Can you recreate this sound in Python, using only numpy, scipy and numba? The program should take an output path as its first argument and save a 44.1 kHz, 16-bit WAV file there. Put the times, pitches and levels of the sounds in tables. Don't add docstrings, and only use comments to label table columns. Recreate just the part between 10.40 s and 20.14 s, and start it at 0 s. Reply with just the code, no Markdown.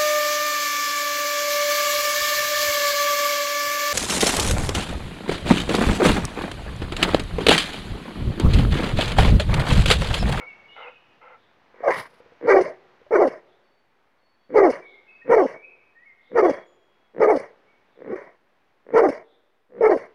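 import sys
import numpy as np
from scipy import signal
from scipy.fft import rfft, irfft
from scipy.io import wavfile
from scipy.ndimage import uniform_filter1d, minimum_filter1d
from numba import njit

SR = 44100
rng = np.random.default_rng(int(sys.argv[2]) if len(sys.argv) > 2 else 0)


def boost_factor(decibels):
    exponent = np.asarray(decibels, float) / 20
    return 10 ** exponent


def store_pcm(level_fs):
    pcm = np.round(np.clip(level_fs, -1, 1) * 32767).astype(np.int16)
    wavfile.write(sys.argv[1], SR, np.atleast_2d(pcm).T)


N = 429534


def unit(x):
    return x / np.sqrt(np.mean(x ** 2) + 1e-20)


def evened(x):
    return x / np.sqrt(uniform_filter1d(x ** 2, SR // 40) + 1e-12)


def played(tables, level, fade_s=0.0031):
    s, *columns = np.concatenate(tables).T
    t = np.arange(N) / SR
    columns = [np.interp(t, s, c) for c in columns]
    gate = sum((t >= rows[0][0] - .003) & (t < rows[-1][0] + .003) for rows in tables) > 0
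    columns[level] = boost_factor(columns[level]) * uniform_filter1d(gate * 1., int(fade_s * SR))
    return columns


def wander(rate):
    lowpass = signal.butter(2, rate, fs=SR / 32, output="sos")
    slow = signal.sosfilt(lowpass, rng.standard_normal(N // 32 + 2002))
    return np.interp(np.arange(N) / 32, np.arange(N // 32 + 2), unit(slow[2000:]))


def band(x, low_hz, high_hz, order=2):
    return signal.sosfilt(signal.butter(order, [low_hz, high_hz], "band", fs=SR, output="sos"), x)


def airway(x, modes):
    out = 0
    for k, (hz, width, db) in enumerate(modes):
        r = np.exp(-np.pi * width / SR)
        a = [1, -2 * r * np.cos(2 * np.pi * hz / SR), r * r]
        out = out + (-1) ** k * boost_factor(db) * signal.lfilter([(1 - r * r) / 2, 0, (r * r - 1) / 2], a, x)
    return out


@njit
def moving(x, c, r):
    y = np.zeros(len(x))
    for i in range(2, len(x)):
        y[i] = (1 - r * r) / 2 * (x[i] - x[i - 2]) + 2 * r * c[i] * y[i - 1] - r * r * y[i - 2]
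    return y


# (time [s], level [dB])
WOOD_SWELL = [(0.0, -56), (.7, -61), (1.25, -62), (1.8, -58), (2.55, -60), (3.7, -68.5), (4.601, -64),
              (5.8, -67), (7.45, -65), (8.4, -67.5), (9.249, -72), (9.74, -65)]
# (frequency [Hz], density [dB per Hz])
LEAF_COLOUR = [(25, -15), (100, -5), (300, -1.5), (800, -0.5), (2000, -5), (4400, -19), (6000, -26),
               (9000, -47.5)]


def wood():
    s, db = np.transpose(WOOD_SWELL)
    hz, per_hz = np.transpose(LEAF_COLOUR)
    grid = np.arange(1, N // 2 + 2) * SR / N
    colour = boost_factor(np.interp(np.log(grid), np.log(hz), per_hz, right=-70))
    hush = irfft(rfft(rng.standard_normal(N)) * colour, N)
    return boost_factor(np.interp(np.arange(N) / SR, s, db) + .7 * wander(1.7)) * unit(hush)


# (time [s], length [s], first pitch [Hz], last pitch [Hz], level [dB])
THRUSHES = [(0.0, 0.148, 2235, 2197, -44), (.075, .07, 2800, 2530, -59), (0.27, 0.19, 2860, 3030, -53.5),
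            (0.419, .05, 2960, 2510, -48), (.465, 0.023, 2490, 2510, -46.5), (4.4, 0.22, 2340, 2108, -49.5),
            (4.67, .17, 2590, 2563, -51.5), (4.814, .05, 1866, 1830, -53.5), (5.1, 0.19, 2192, 2376, -50.5),
            (5.226, 0.072, 2533, 2507, -47.5), (5.281, 0.1, 2640, 2508, -57.5),
            (5.545, 0.11, 1800, 2004, -54), (5.651, 0.089, 2193, 2056, -51.5),
            (6.03, 0.14, 3370, 3290, -57.5), (7.261, .16, 2236, 2240, -65.5)]
# (time [s], length [s], first pitch [Hz], last pitch [Hz], level [dB])
THIN_WHISTLE = [
    (3.221, 0.25, 4460, 4500, -78),
    (3.76, 0.45, 4380, 4530, -77.5),
    (3.98, 0.098, 3400, 3330, -79.5),
    (4.702, 0.11, 4650, 4620, -79),
    (6.251, 0.13, 6920, 7000, -77),
    (6.38, 0.43, 3280, 3350, -77.5),
]
# (time [s], level [dB])
RASPS = [
    (.38, -63.5),
    (1.041, -73),
    (3.13, -76.5),
    (4.522, -66.5),
    (5.881, -71.5),
    (7.56, -79),
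    (8.92, -73),
]


def birds():
    out, waver, swell = np.zeros(N + SR), wander(60), boost_factor(2.5 * wander(30))
    for song, flutter in ((THRUSHES, .011), (THIN_WHISTLE, .004)):
        for s, length, first_hz, last_hz, db in song:
            i, at = int(max(s, 0) * SR), np.linspace(0, 1, int(length * SR))
            here = slice(i, i + len(at))
            knots = [0, 0.29, 1]
            glide = np.interp(at, knots, [first_hz, first_hz + 0.32 * (last_hz - first_hz), last_hz])
            hz = glide * (1 + flutter * waver[here])
            gain = boost_factor(db + np.interp(at, knots, [-3, 0, -4.5])) * signal.windows.tukey(len(at), .3)
            out[here] += gain * swell[here] * np.sin(2 * np.pi * np.cumsum(hz) / SR)
    t = np.arange(N) / SR
    rasp = sum(boost_factor(db) * np.exp(-((t - s) / .07) ** 2) for s, db in RASPS)
    return out[:N] + rasp * unit(band(rng.standard_normal(N), 3300, 3800))


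def trees(x, t60_s):
    t = np.arange(2 * SR) / SR
    tail = band(rng.standard_normal(2 * SR), 150, 4400, order=1)
    tail = tail * boost_factor(-60 * t / t60_s) * (1 - np.exp(-t / .03))
    return signal.fftconvolve(x, tail / np.sqrt(np.sum(tail ** 2)))[:N]


# (start [s], end [s], level [dB])
BREATHS = [
    (-.02, 0.017, -41),
    (0.357, 0.483, -41),
    (.81, 0.943, -49),
]
# (centre [Hz], width [Hz], gain [dB])
OPEN_TUBE = [(493, 34, 3), (864, 130, -2.5), (1347, 77, 1.5), (2090, 84, -3), (2670, 340, -15.5)]


def pant():
    rise_s, fall_s, edge_db = 0.0083, 0.1, -33.5
    rows = [[(s - rise_s, db + edge_db), (s + rise_s, db), (end, db), (end + fall_s, db + edge_db)]
            for s, end, db in BREATHS]
    gain, = played(rows, level=0)
    return gain * unit(band(airway(rng.standard_normal(N), OPEN_TUBE), 380, 3500))


# (centre [Hz], width [Hz], gain [dB])
MOUTH_MODES = [(1000, 150, 5.5), (1630, 170, 0.5), (1875, 200, 3.5), (2254, 210, -1.5)]


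def mouth(x):
    return band(airway(x, MOUTH_MODES), 580, 2700, order=4)


# (centre [Hz], width [Hz], gain [dB])
TEETH_MODES = [(2790, 280, 3), (3800, 200, -9), (4710, 720, 1), (5270, 210, 2.5), (5870, 230, 2),
               (6200, 110, -7), (8700, 100, -15.5), (9200, 490, -8), (12700, 1000, -27), (15200, 720, -29)]


def hiss():
    air, out = rng.standard_normal(N), 0
    for hz, width, db in TEETH_MODES:
        centre = np.cos(2 * np.pi * hz * (1 + .022 * wander(9)) / SR)
        wide = airway(air, [(hz, 3.2 * width, db)])
        ring = moving(wide, centre, np.exp(-np.pi * width / SR))
        out = out + boost_factor(3.0 * wander(18)) * ring
    return unit(out)


# (start [s], end [s], first level [dB], last level [dB], mouth re chest [dB])
LEAKS = [
    (1.334, 1.472, -66, -46.5, 5.5),
    (2.013, 2.063, -42, -19.5, -18.5),
    (4.098, 4.151, -43, -22, -19),
    (4.85, 4.906, -47.5, -19.5, -15),
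    (5.896, 5.955, -60, -21.5, -18),
    (6.74, 6.808, -51.5, -21, -29),
    (7.559, 7.724, -57.5, -24, -19.5),
    (8.451, 8.55, -62, -21, -19),
    (9.294, 9.418, -58.5, -26, -30.5),
]
# (first time [s], last time [s], first peak [dB], last peak [dB])
FLAPS = [(1.343, 1.385, -45, -50), (1.405, 1.424, -33.5, -36.5), (2.012, 2.041, -33, -29.5),
         (4.104, 4.103, -39.5, -36), (4.853, 4.879, -43, -29.5), (5.917, 5.919, -35, -41),
         (6.747, 6.782, -39, -25), (7.56, 7.62, -53.5, -33.5), (7.646, 7.677, -34, -32),
         (8.452, 8.466, -56.5, -40.5), (8.489, 8.505, -34, -30.5), (9.306, 9.382, -49.5, -36)]
# (centre [Hz], width [Hz], gain [dB])
LEAK_CHEST = [(253, 200, -10), (500, 22, 2)]


def creak():
    rows = [[(s, first, db), (end, last, db)] for s, end, first, last, db in LEAKS]
    gain, mouth_db = played(rows, level=0)
    air = rng.standard_normal(N) * boost_factor(1.0 * wander(70))
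    leak_chest = unit(band(airway(air, LEAK_CHEST), 160, 1400))
    leak = gain * (leak_chest + boost_factor(mouth_db) * unit(mouth(air)))
    runs = [np.linspace((s, first), (end, last), 1 + int((end - s) / .0155 + .25))
            for s, end, first, last in FLAPS]
    s, db = np.concatenate(runs).T
    flaps = np.full(N, 1e-18)
    flaps[(s * SR).astype(int)] = 60 * boost_factor(db)
    low = band(airway(flaps, [(238.8, 230, -9.5), (490, 99, 8)]), 110, 730)
    high = band(airway(flaps, [(895, 200, -3), (1800, 270, 2)]), 600, 2400, order=4)
    return boost_factor(-2) * leak + low + boost_factor(-15) * high


def syllable(course, start, end, first_hz, last_hz, db, jaw_db, grow_db=0, throat_db=0):
    return [(start + at * (end - start), first_hz + fall * (last_hz - first_hz),
             db + chest, throat_db + throat, jaw_db + jaw,
             -29.5 + 0.83 * (jaw_db + jaw) + grow_db * at ** 3)
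            for at, fall, chest, throat, jaw in course]


# (start [s], end [s], last pitch [Hz], chest [dB], widest jaw re chest [dB])
BARK_PUSHES = [
    (2.074, 2.14, 383.2, -10.5, -1.5),
    (2.712, 2.788, 347.8, -14, -5.5),
    (4.146, 4.215, 373.4, -9.5, -7.5),
    (4.899, 4.955, 450.6, -10, -5),
    (5.955, 6.015, 422.1, -13, -4),
    (6.801, 6.863, 416.2, -12, -5.5),
    (8.539, 8.612, 460, -10.5, -6),
    (9.411, 9.489, 443, -11.5, -9),
]
# (start [s], end [s], first pitch [Hz], last pitch [Hz], chest [dB])
BARK_SAGS = [
    (2.143, 2.22, 380.2, 378.6, -8.5),
    (2.794, 2.883, 400.2, 268, -11.5),
    (4.218, 4.31, 387, 266.6, -10),
    (4.965, 5.06, 443.8, 257.9, -11.5),
    (6.025, 6.112, 380.2, 288.1, -12),
    (6.873, 6.974, 429.7, 266.4, -12.5),
    (8.62, 8.703, 395, 267.5, -13),
    (9.496, 9.568, 407.4, 261.4, -13.5),
]
# (start [s], end [s], first pitch [Hz], chest [dB], widest jaw re chest [dB])
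HALF_WOOFS = [
    (1.436, 1.516, 580.9, -16, -7),
    (7.682, 7.765, 438, -26.5, -15),
]
# (share of length, share of pitch fall, chest [dB], throat re chest [dB], jaw re widest [dB])
PUSH_COURSE = [(0, 0.039, -7.5, -12.5, -13.5), (.3, .15, -1, -12, -6.5), (.62, .6, 1, -11, -2),
               (1, 0.96, -4.5, -11.5, -6)]
SAG_COURSE = [(0, 0, -1.5, -9, -8), (.35, .2, -1, -2, 0), (.72, .95, -7.5, -6.5, -4),
              (1, 1, -9, -11.5, -14)]
WOOF_COURSE = [(0, 0, -16.5, 5, 0), (.45, .3, -6, -0.5, -2), (.62, .6, 3.5, -2.5, -2), (1, 1, -15, -1, 2)]


def barks():
    pushes = [syllable(PUSH_COURSE, s, end, 458.7, hz, db, jaw) for s, end, hz, db, jaw in BARK_PUSHES]
    sags = [syllable(SAG_COURSE, *row, jaw_db=-11, grow_db=14) for row in BARK_SAGS]
    woofs = [syllable(WOOF_COURSE, s, end, hz, .85 * hz, db, jaw,
                      throat_db=3.6 * (jaw + 7))
             for s, end, hz, db, jaw in HALF_WOOFS]
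    return sorted(pushes + woofs + sags)


def voice(teeth):
    hz, gain, throat_db, open_db, hiss_db = played(barks(), level=1)
    phase = 2 * np.pi * np.cumsum(hz * (1 + .045 * wander(55))) / SR
    slip = [wander(40) for _ in range(4)]
    swell = [boost_factor(3.5 * chance) for chance in slip]
    folds = [swell[k % 4] * np.cos(k * phase + .25 * k * slip[(k + 1) % 4]) for k in range(1, 7)]
    air = rng.standard_normal(N) * (1 + 0.97 * np.cos(phase))
    low = 1.6 * folds[0] + folds[1] + .5 * folds[2] + 5.0 * band(air, 380, 900, order=3)
    chest = band(airway(low, [(460, 300, 0)]), 255, 640, order=3)
    throat = band(airway(low, [(705, 160, 0)]), 580, 900)
    source = sum(folds) + 2.1 * air
    jaw_hz = np.clip(1331.5 + 16 * open_db, 900, 1400)
    jaw = moving(source, np.cos(2 * np.pi * jaw_hz / SR), np.exp(-np.pi * 120 / SR))
    front = mouth(source) + 2.5 * band(jaw, 610, 1800)
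    gust = boost_factor(-32.0) * unit(band(air, 120, 440))
    voiced = evened(chest) + boost_factor(throat_db) * evened(throat) + boost_factor(open_db) * evened(front)
    return gain * (voiced + boost_factor(hiss_db) * teeth + gust)


# (time [s], level [dB])
NOSE_BLAST = [
    (1.44, -74.5),
    (1.476, -54),
    (1.592, -37.5),
    (1.69, -65.5),
    (1.8, -66.5),
]
# (centre [Hz], width [Hz], gain [dB])
NOSE_MODES = [(130, 82, 7), (950, 560, 4.5), (1588, 180, 5), (2714, 250, -0.5), (3580, 1400, -3),
              (5000, 700, -1.5), (10100, 1100, -8.5), (14500, 2500, -21)]


def snort():
    gain, = played([NOSE_BLAST], level=0)
    air = rng.standard_normal(N) * boost_factor(2.0 * wander(40))
    return gain * unit(band(airway(air, NOSE_MODES), 70, 17000))


# (start [s], end [s], chest [dB], mouth re chest [dB], hiss re chest [dB])
RELEASES = [
    (1.508, 1.679, -33, 7.5, -13.5),
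    (2.213, 2.375, -28.5, -7.5, -20.5),
    (2.876, 3.034, -35.5, -5, -20),
    (4.303, 4.467, -32.5, -2.5, -16),
    (5.065, 5.227, -34, -4, -20),
    (6.099, 6.268, -31, -4.5, -22.5),
    (6.964, 7.137, -33, -5.5, -19.5),
    (7.761, 7.969, -39.5, -2.5, -23.5),
    (8.69, 8.851, -31, -6, -20),
    (9.576, 9.723, -36.5, -5.5, -21),
]
# (centre [Hz], width [Hz], gain [dB])
RELEASE_CHEST = [(140, 190, -14), (434, 140, 1.5)]


def puff(teeth):
    pop_db, pop_s, dull_db = 13, 0.0044, -10.5
    hiss_ebb_db = -6.5
    slack_hz, narrow_hz = 523, 650
    rows = [[(s, db + pop_db, lips + dull_db, high + dull_db, slack_hz),
             (s + pop_s, db, lips, high, slack_hz),
             (s + 0.56 * (end - s), db - 9, lips, high + hiss_ebb_db, narrow_hz),
             (end, db - 32, lips + 4.0, high + hiss_ebb_db, narrow_hz)]
            for s, end, db, lips, high in RELEASES]
    gain, mouth_db, hiss_db, hz = played(rows, level=0, fade_s=0.0046)
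    air = rng.standard_normal(N) * boost_factor(1.9 * wander(34))
    throat = moving(air, np.cos(2 * np.pi * hz / SR), np.exp(-np.pi * 77 / SR))
    chest = band(airway(air, RELEASE_CHEST) + boost_factor(6.5) * throat, 73, 1400)
    return gain * (unit(chest) + boost_factor(mouth_db) * unit(mouth(air)) + boost_factor(hiss_db) * teeth)


# (time [s], peak level [dB], thud [Hz])
FOOTFALLS = [
    (1.733, -48.5, 477),
    (1.803, -40.5, 490),
    (1.861, -43.5, 482),
    (1.921, -43.5, 480),
    (2.616, -44.5, 477),
    (2.666, -42, 590),
]


def paws():
    out, t = np.zeros(N), np.arange(2000) / SR
    for (s, db, hz), grit in zip(FOOTFALLS, rng.standard_normal((len(FOOTFALLS), 2000))):
        thud = np.sin(2 * np.pi * hz * t) + 0.53 * band(grit, 600, 1600)
        out[int(s * SR):][:2000] += boost_factor(db) * thud * np.exp(-t / 0.0078)
    return out


# (time [s], level [dB])
LIP_SMACKS = [
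    (7.001, -50),
    (8.725, -53.5),
]


def smacks(teeth):
    t = np.arange(N) / SR
    pulses = sum(boost_factor(db) * np.exp(-((t - s) / .003) ** 2) for s, db in LIP_SMACKS)
    return band(teeth, 4500, 11000) * pulses


def scene():
    teeth = hiss()
    dog = voice(teeth) + creak() + puff(teeth) + smacks(teeth) + snort() + pant() + paws()
    near_echo = boost_factor(-43) * trees(dog, t60_s=1)
    treeline_s = .12
    late = np.concatenate([np.zeros(int(treeline_s * SR)), trees(dog, t60_s=1.3)])[:N]
    song = birds()
    far = boost_factor(2.5) * song + boost_factor(-8) * trees(song, t60_s=1.0)
    return (dog + near_echo + boost_factor(-54) * late + far + wood())[None]


def top_cut(x):
    return signal.sosfilt(signal.butter(12, 15830, fs=SR, output="sos"), x)


def record(dry):
    limit = .62
    peak = -minimum_filter1d(-np.abs(dry), SR // 120, axis=-1)
    gain = np.minimum(1, (limit / (peak + 1e-9)) ** .7)
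    held = dry * uniform_filter1d(gain, SR // 160, axis=-1)
    rumble = signal.sosfilt(signal.butter(2, 50, fs=SR, output="sos"), held ** 2)
    self_noise = boost_factor(-90) * unit(band(rng.standard_normal(N), 3000, 17000, order=1))
    mix = held - 0.059 * rumble - .0004 + self_noise
    return top_cut(mix)


dry = scene()
out = record(dry)
store_pcm(out)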